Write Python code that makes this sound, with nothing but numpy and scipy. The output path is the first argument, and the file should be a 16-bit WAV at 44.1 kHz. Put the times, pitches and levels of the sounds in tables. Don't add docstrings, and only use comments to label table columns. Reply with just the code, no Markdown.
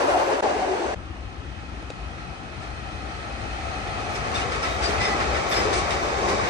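import sys
import numpy as np
from scipy import signal
from scipy.fft import rfft, irfft, next_fast_len
from scipy.io import wavfile
from scipy.ndimage import uniform_filter1d, map_coordinates

SR = 44100
rng = np.random.default_rng(int(sys.argv[2]) if len(sys.argv) > 2 else 0)


def invert_db(level):
    return 10 ** (np.asarray(level, dtype=float) / 20)


def dump_mix(stems):
    frames = np.atleast_2d(stems).T
    limited = np.clip(frames, -1, 1)
    pcm = np.round(limited * 32767).astype(np.int16)
    wavfile.write(sys.argv[1], SR, pcm)


N = 286209
BAND_EDGE_HZ = 9680

# (start [s], fade-in [s], end [s], fade-out [s])
SHOTS = [
    (-.01, 0.0012, 0.4084, .0002),
    (.417, .012, .947, .002),
    (.954, .004, 6.6, .002),
]
# (time [s], level [dB])
RUSH_LEVEL = [
    [(0.0, -22), (0.1, -24), (0.2, -25), (0.3, -25), (0.408, -26.5)],
    [(0.428, -24), (0.46, -24.5), (0.58, -28.5), (0.7, -27.5), (0.84, -28.5), (0.9, -30.5), (0.945, -33)],
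]
# (frequency [Hz], level [dB per Hz])
FIRST_ROAR = [(120, -63), (200, -30), (318, -4), (494, -7.5), (536, 1.5), (576, -4.5), (724, -3.5),
              (1400, -16), (1820, -51), (3080, -120)]
SECOND_ROAR = [(120, -42), (200, -14.5), (329, -3), (396, -1), (490, -4.5), (724, 0.5), (978, -9.5),
               (1400, -21), (1820, -55), (3080, -120)]
# (frequency [Hz], level [dB per Hz])
RUSH_HISS = [(590, -15.5), (1000, 0), (1320, -6), (1470, -2), (2070, -8), (2750, -8.5), (3450, -16),
             (6100, -19), (9600, -20.5), (12500, -72), (21100, -120)]
# (time [s], length [s], frequency [Hz], level [dB])
RAIL_SONGS = [(0, 0.029, 601, -28), (.075, .04, 595, -23.5), (.13, .04, 732, -23.5), (.25, 0.048, 372, -33),
              (.29, .08, 537, -32), (.44, .05, 825, -26.5), (.52, .05, 736, -30), (.555, 0.034, 420, -30),
              (.2, 0.047, 900, -28.5), (.61, 0.0406, 722, -25), (.675, .04, 715, -32),
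              (.69, 0.065, 379.6, -25), (.79, .08, 348, -28)]

# (time [s], level [dB])
COMING_LEVEL = [(.96, -51.5), (1.5, -49.5), (2, -47.5), (2.5, -46.5), (3, -43.5), (3.5, -40.5), (4, -38),
                (4.4, -35.5), (4.75, -35.5), (4.9, -32.5), (5.1, -32.5), (5.4, -33.5), (5.65, -31.5),
                (6, -33.5), (6.2, -33.5), (6.32, -31), (6.49, -33.5)]
# (time [s], share [0-1])
NEARNESS = [(.9, 0.18), (3.8, 0.15), (4.2, 0.39), (4.6, 0.57), (5.0, 0.43), (5.5, 0.76), (6.5, 0.98)]
# (frequency [Hz], level [dB per Hz])
FAR_ROAR = [(110, -46), (180, -6), (330, -0.5), (520, -3.5), (620, -2), (772, 3), (1030, -16.5), (1300, -3),
            (1690, -41), (2860, -120)]
NEAR_ROAR = [(110, -34), (180, -6), (270, -7.5), (361, 5.5), (523, 3), (785, 3), (942, -2.5), (1090, -2),
             (1300, -8), (1690, -67), (2860, -120)]
FAR_HISS = [(590, -49), (1000, -18.5), (1300, -8), (2000, -4), (2650, -11.5), (2850, -11.5), (4500, -17),
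            (7200, -23.5), (9600, -19), (12500, -62), (21000, -120)]
NEAR_HISS = [(590, -12.5), (1000, -6.5), (1100, -3.5), (1730, -4.5), (1980, -5), (3110, -12), (3660, -14.5),
             (5190, -15.5), (7160, -16), (8900, -20), (9600, -21.5), (12500, -58), (21100, -120)]
# (frequency [Hz], width [Hz], left
# over the noise [dB], right over the noise [dB])
FAR_PEAKS = [(790, 180, 3.5, 0.5), (875, 124, 1, 8.5), (1312, 230, 9, 6), (1660, 100, -11, 1),
             (2536, 126, 9, 9.5), (3110, 130, 6.5, -0.5), (4190, 69, 10.5, 5.5)]
WHEEL_MODES = [(1113, 130, 6, 4.5), (1940, 240, 0.5, 1.5), (2290, 76, 5, 7.5), (3700, 100, 2.5, 10),
               (5040, 290, 4, 0)]
# (time [s], level over the rumble [dB])
GROUND_SURGES = [(1.1, 2), (1.3, -1), (2.6, 3), (2.78, 0), (3.45, 3), (4.5, 4.5), (5.02, 2.5), (5.66, 5.5),
                 (6.3, 1)]

# (time [s], peak [dB], length [s], brightness [dB])
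JOINTS = [(2.177, -42, 0.065, -12), (2.613, -34.5, .09, -4), (3.086, -45, .09, -11), (3.63, -43, .09, -11),
          (4.148, -19, 0.03, -0.5), (4.34, -18, 0.1, -0.5), (4.514, -21.5, 0.075, -3),
          (4.622, -19.5, 0.13, -2), (4.822, -17, .11, 1.5), (5.004, -17, .14, -1), (5.194, -26, 0.072, -11),
          (5.342, -21.5, .075, -8), (5.5104, -15, 0.16, -2), (5.725, -17.5, .1, 5.5),
          (5.902, -18.5, 0.074, -1), (6.0494, -26, .09, -4), (6.2815, -17.5, 0.043, 1),
          (6.436, -23, .09, -5.5)]
# (frequency [Hz], level [dB per Hz])
CLATTER = [(500, -32), (1200, 7.5), (2000, 8), (3700, 0), (5200, 0), (6800, -3), (9000, -1), (12500, -32)]
# (time [s], length [s], frequency [Hz], level [dB])
SQUEALS = [(4.145, 0.024, 5350, -39), (4.345, 0.028, 3620, -33), (4.401, .04, 2877, -34),
           (4.616, 0.042, 5300, -40), (4.62, 0.046, 1315, -31), (4.662, 0.12, 3760, -43),
           (4.822, 0.068, 4780, -34), (4.985, 0.12, 2006, -34), (5.013, 0.096, 5230, -37),
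           (5.031, 0.049, 3580, -39), (5.105, 0.05, 1970, -33.5), (5.492, 0.049, 5150, -45),
           (5.537, 0.08, 5215, -31.5), (5.57, 0.06, 2030, -36.5), (5.51, 0.043, 3520, -36.5),
           (5.896, 0.036, 3760, -43), (5.98, .12, 1080, -34.5), (6.16, .08, 1120, -36),
           (6.36, 0.082, 1090, -34)]

# (time [s], peak [dB])
TAPS = [
    (1.825, -33.5),
    (1.902, -21.5),
]
# (frequency [Hz], level [dB], decay by 60 dB [s], delay [ms])
HOUSING = [(504, 2.5, 0.011, 0.93), (1400, -9, 0.0071, 1.1), (2550, -10, .01, 1.15),
           (3780, -13, 0.011, 0.9), (5860, -18, 0.0098, 0.19), (9100, -29, 0.007, 0.44)]

# (frequency [Hz], level [dB per Hz])
YARD = [(12, -52), (20, -20), (42, -2.5), (60, 9.5), (72, 5.5), (155, -9), (260, -14), (340, -12),
        (570, -120)]
TOWN = [(88, -25), (150, -9), (334, -4.5), (473, -13.5), (965, -13), (1020, -11), (2190, -22.5),
        (2600, -23.5), (2890, -16), (4090, -30), (9600, -44), (12500, -77), (21100, -120)]
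# (time [s], length [s], level [dB])
LOWER_GLINTS = [(0, 0.18, -59.5), (.22, 0.205, -73)]
UPPER_GLINTS = [(0, .41, -66.5), (.43, .42, -73.5), (4.124, .1, -70), (4.279, .085, -74),
                (4.38, 0.049, -69), (4.493, 0.033, -75), (4.607, 0.17, -69.5), (4.868, 0.3, -70),
                (5.195, 0.048, -76), (5.279, 0.17, -71), (5.491, .12, -59), (5.61, .24, -71),
                (5.87, 0.26, -68), (6.171, 0.042, -72), (6.263, 0.088, -65)]

# (left delay [ms], right delay [ms], level [dB])
FAR_PATHS = [
    (0, 0.452, -6.5),
    (1.532, 1.683, -8),
]
NEAR_PATHS = [
    (0, 0.494, -5.5),
    (1.94, 2.358, -28),
]
# (frequency [Hz], share from all sides [0-1], share from down the line [0-1])
DIFFUSE = [(30, 0.069, .1), (80, 0, 0.14), (150, .12, 0.38), (300, 0.027, .4), (600, 0.16, 0.32),
           (1500, 0.31, 0.21), (2800, 0.31, 0.071), (5000, 0.44, .08), (9000, 0.15, 0.038)]
# (frequency [Hz], left minus right [dB])
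FACING = [(30, -1), (60, 4.5), (110, 12.5), (190, 8.5), (350, 3), (630, 4), (1120, 0.5), (2020, -1.5),
          (3630, 3), (6530, 5), (9600, -0.5)]


def rushing_train():
    level_db, = curves(np.vstack(RUSH_LEVEL))
    start_db = level_db[0]
    shake = wobble(30.2)
    first = arriving(FIRST_ROAR, NEAR_PATHS, patchy_db=2.2, tall=3, long=3)
    second = arriving(SECOND_ROAR, NEAR_PATHS, patchy_db=2.2, tall=3, long=3)
    in_first = np.arange(N) < SHOTS[1][0] * SR
    roar = invert_db(level_db + 0.8 * shake) * np.where(in_first, first, second)
    sleepers = filtered(roar, lambda hz: 1 / (1 + (hz / 560) ** 8))
    rails = invert_db(0.5) * (roar - sleepers)
    song = swelling(RAIL_SONGS, 0.03 * wobble(40)) * invert_db(3 + 1.5 * wobble(25))
    hiss_db = start_db - 8.5 + 0.91 * (level_db - start_db)
    hiss = invert_db(hiss_db + 1.1 * shake) * arriving(RUSH_HISS, NEAR_PATHS, patchy_db=1)
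    rumble = invert_db(-45 + 1.5 * wobble(12)) * arriving(YARD, NEAR_PATHS[:1], patchy_db=1)
    return sleepers + delayed(song, 0.19) + rails + hiss + rumble


def coming_train():
    level_db, = curves(COMING_LEVEL)
    closer_db = level_db + 51
    near = np.clip(curves(NEARNESS)[0], 0, 1)
    shake = wobble(18)

    def blend(far, close):
        return np.sqrt(1 - near) * far + np.sqrt(near) * close

    roar = blend(arriving(FAR_ROAR, FAR_PATHS, patchy_db=1, modes=FAR_PEAKS),
                 arriving(NEAR_ROAR, NEAR_PATHS, patchy_db=2, modes=WHEEL_MODES))
    hiss = blend(arriving(FAR_HISS, FAR_PATHS, patchy_db=1, modes=FAR_PEAKS),
                 arriving(NEAR_HISS, NEAR_PATHS, patchy_db=1, modes=WHEEL_MODES))
    roar_db = -49.5 + 1.5 * near ** 2 + 1.113 * closer_db + 0.49 * shake
    t, half_s = np.arange(N) / SR, 0.035
    surge_db = sum(db * np.exp(-((t - s) / half_s) ** 2) for s, db in GROUND_SURGES)
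    rumble = arriving(YARD, NEAR_PATHS[:1], patchy_db=1.5, tall=1, long=10)
    rumble_db = -39 + surge_db + 0.25 * closer_db
    return invert_db(roar_db) * roar + invert_db(level_db + 0.21 * shake) * hiss + invert_db(rumble_db) * rumble


def joints():
    dull, bright, t = np.zeros(N + SR), np.zeros(N + SR), np.arange(SR // 2) / SR
    for s, db, length, bright_db in JOINTS:
        decay = invert_db(db - 13 - 60 * t / 0.86)
        jolt = decay * (1 - np.exp(-t / 0.004)) / (1 + np.exp((t - length) / 0.014))
        start = round(s * SR)
        dull[start:][:len(t)] += jolt * invert_db(-bright_db)
        bright[start:][:len(t)] += jolt * invert_db(bright_db)
    rattle = arriving(CLATTER, NEAR_PATHS, patchy_db=1.7, tall=8, long=3, modes=WHEEL_MODES)
    rattle = invert_db(0.98 * wobble(60)) * rattle
    low = filtered(rattle, lambda hz: 1 / (1 + (hz / 3500) ** 2))
    return dull[:N] * low + bright[:N] * (rattle - low)


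def squeals():
    tones = swelling(SQUEALS, 0.008 * wobble(120))
    return delayed(tones * invert_db(3.5 + 3.5 * wobble(200)), 0.5)


def knock():
    out, t = np.zeros(N), np.arange(SR // 20) / SR
    for s, db in TAPS:
        for hz, level, t60, late_ms in HOUSING:
            ring = invert_db(db + level - 60 * t / t60) * np.sin(2 * np.pi * hz * t)
            ring *= 1 - np.exp(-t / 0.00065)
            out[round((s + late_ms / 1000) * SR):][:len(t)] += 1.53 * ring
        crack = invert_db(db - 8 - 60 * t / 0.02) * (1 - np.exp(-t / 0.001))
        out[round(s * SR):][:len(t)] += crack * rng.standard_normal(len(t))
    return out * invert_db([[-0.6], [0.6]])


def town():
    return invert_db(-47) * arriving(TOWN, NEAR_PATHS[:1], patchy_db=2.5)


def faint_gap():
    roar = invert_db(-56) * arriving(SECOND_ROAR, NEAR_PATHS, patchy_db=1.1)
    return roar + invert_db(-53) * arriving(NEAR_HISS, NEAR_PATHS, patchy_db=1)


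def treble_glints():
    hz, frame, z = signal.stft(rng.standard_normal(N), SR, nperseg=2048)
    luck = rng.random((len(hz) // 8 + 1, len(frame) // 2 + 1))
    luck = np.kron(luck, np.ones((8, 2)))[:len(hz), :len(frame)]
    chance = along([(9700, .6), (10800, .4), (11000, .6), (11500, .5), (11750, .06), (12300, .02)], hz)
    specks = signal.istft(z * (luck < chance[:, None]), SR, nperseg=2048)[1][:N]
    t = np.arange(N) / SR

    def strength(rows):
        steps = sum(invert_db(db) * ((t > s) & (t < s + length)) for s, length, db in rows)
        return uniform_filter1d(steps, size=400)

    lower = unit(filtered(specks, lambda hz: (hz > BAND_EDGE_HZ) & (hz < 10900)))
    upper = unit(filtered(specks, lambda hz: (hz > 11000) & (hz < 12330)))
    return strength(LOWER_GLINTS) * lower + invert_db(2.5 * wobble(14)) * strength(UPPER_GLINTS) * upper


def arriving(spectrum, paths, patchy_db, tall=4, long=6, modes=()):
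    z = signal.stft(rng.standard_normal((4, N)), nperseg=1024)[2]
    patches = uniform_filter1d(rng.standard_normal(z.shape[1:]), tall, 0)
    patches = uniform_filter1d(patches, long, 1)
    noise = signal.istft(z * invert_db(patchy_db * unit(patches)), nperseg=1024)[1][:, :N]

    def colour(hz):
        peaks = sum(np.array([[left], [right]]) / (1 + (2 * (hz - centre) / width) ** 2)
                    for centre, width, left, right in modes)
        return invert_db(along(spectrum, hz) + peaks)

    def around(hz):
        return np.clip(along([row[:2] for row in DIFFUSE], hz), 0, 1)

    def ahead(hz):
        return np.clip(along([row[::2] for row in DIFFUSE], hz), 0, 1 - around(hz))

    def echoes(hz, ways):
        return sum(invert_db(db) * np.exp(-2j * np.pi * hz * np.array([[left], [right]]) / 1000)
                   for left, right, db in ways)

    def direct(hz):
        return np.sqrt(abs(1 - around(hz) - ahead(hz))) * echoes(hz, paths)

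    def down_line(hz):
        return np.sqrt(ahead(hz)) * echoes(hz, [(0.25, 0.028, 0)])

    pair = filtered(noise[0], lambda hz: colour(hz) * direct(hz))
    pair += filtered(noise[1], lambda hz: colour(hz) * down_line(hz))
    pair += filtered(noise[2:], lambda hz: colour(hz) * np.sqrt(around(hz)))
    return pair / np.std(pair.mean(0))


def swelling(rows, drift):
    out = np.zeros(N)
    for s, length, hz, db in rows:
        start = max(round((s - 0.1 * length) * SR), 0)
        at = start + np.arange(round(1.2 * length * SR))
        tone = np.sin(2 * np.pi * hz * np.cumsum(1 + drift[at]) / SR)
        out[at] += invert_db(db) * np.hanning(len(at)) ** 0.77 * tone
    return out


def delayed(x, ms):
    return np.array([x, np.roll(x, round(ms * SR / 1000))])


def filtered(x, response):
    m = next_fast_len(N + 8192)
    return irfft(rfft(x, m) * response(np.fft.rfftfreq(m, 1 / SR)), m)[..., :N]


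def wobble(rate):
    knots = rng.standard_normal(int(N * rate / SR) + 4)
    return map_coordinates(knots, [np.arange(N) * rate / SR])


def curves(rows):
    s, *cols = np.transpose(rows)
    return [np.interp(np.arange(N) / SR, s, c) for c in cols]


def along(points, hz):
    f, v = np.transpose(points)
    return np.interp(np.log(hz + 1), np.log(f + 1), v)


def unit(x):
    return x / np.sqrt(np.mean(x ** 2) + 1e-20)


def shot(index):
    start, rise, end, fall = SHOTS[index]
    t = np.arange(N) / SR
    return np.clip((t - start) / rise, 0, 1) ** 2 * np.clip((end - t) / fall, 0, 1)


def scene():
    coming = coming_train() + joints() + squeals() + knock() + town()
    layers = np.array([rushing_train(), coming, faint_gap()])
    rush, coming, gap = filtered(layers, lambda hz: hz < BAND_EDGE_HZ)
    return (shot(0) + shot(1)) * rush + shot(2) * coming + (1 - shot(2)) * gap


def roll_off(x):
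    return signal.sosfilt(signal.butter(12, 12330, fs=SR, output="sos"), x)


def record(dry):
    def microphones(hz):
        shelf_db = -4 / (1 + (6950 / (hz + 1)) ** 30)
        return invert_db(along(FACING, hz) * np.array([[0.5], [-0.5]]) + shelf_db)

    mix = filtered(dry, microphones) + treble_glints()
    return roll_off(mix)


dry = scene()
out = record(dry)
dump_mix(out)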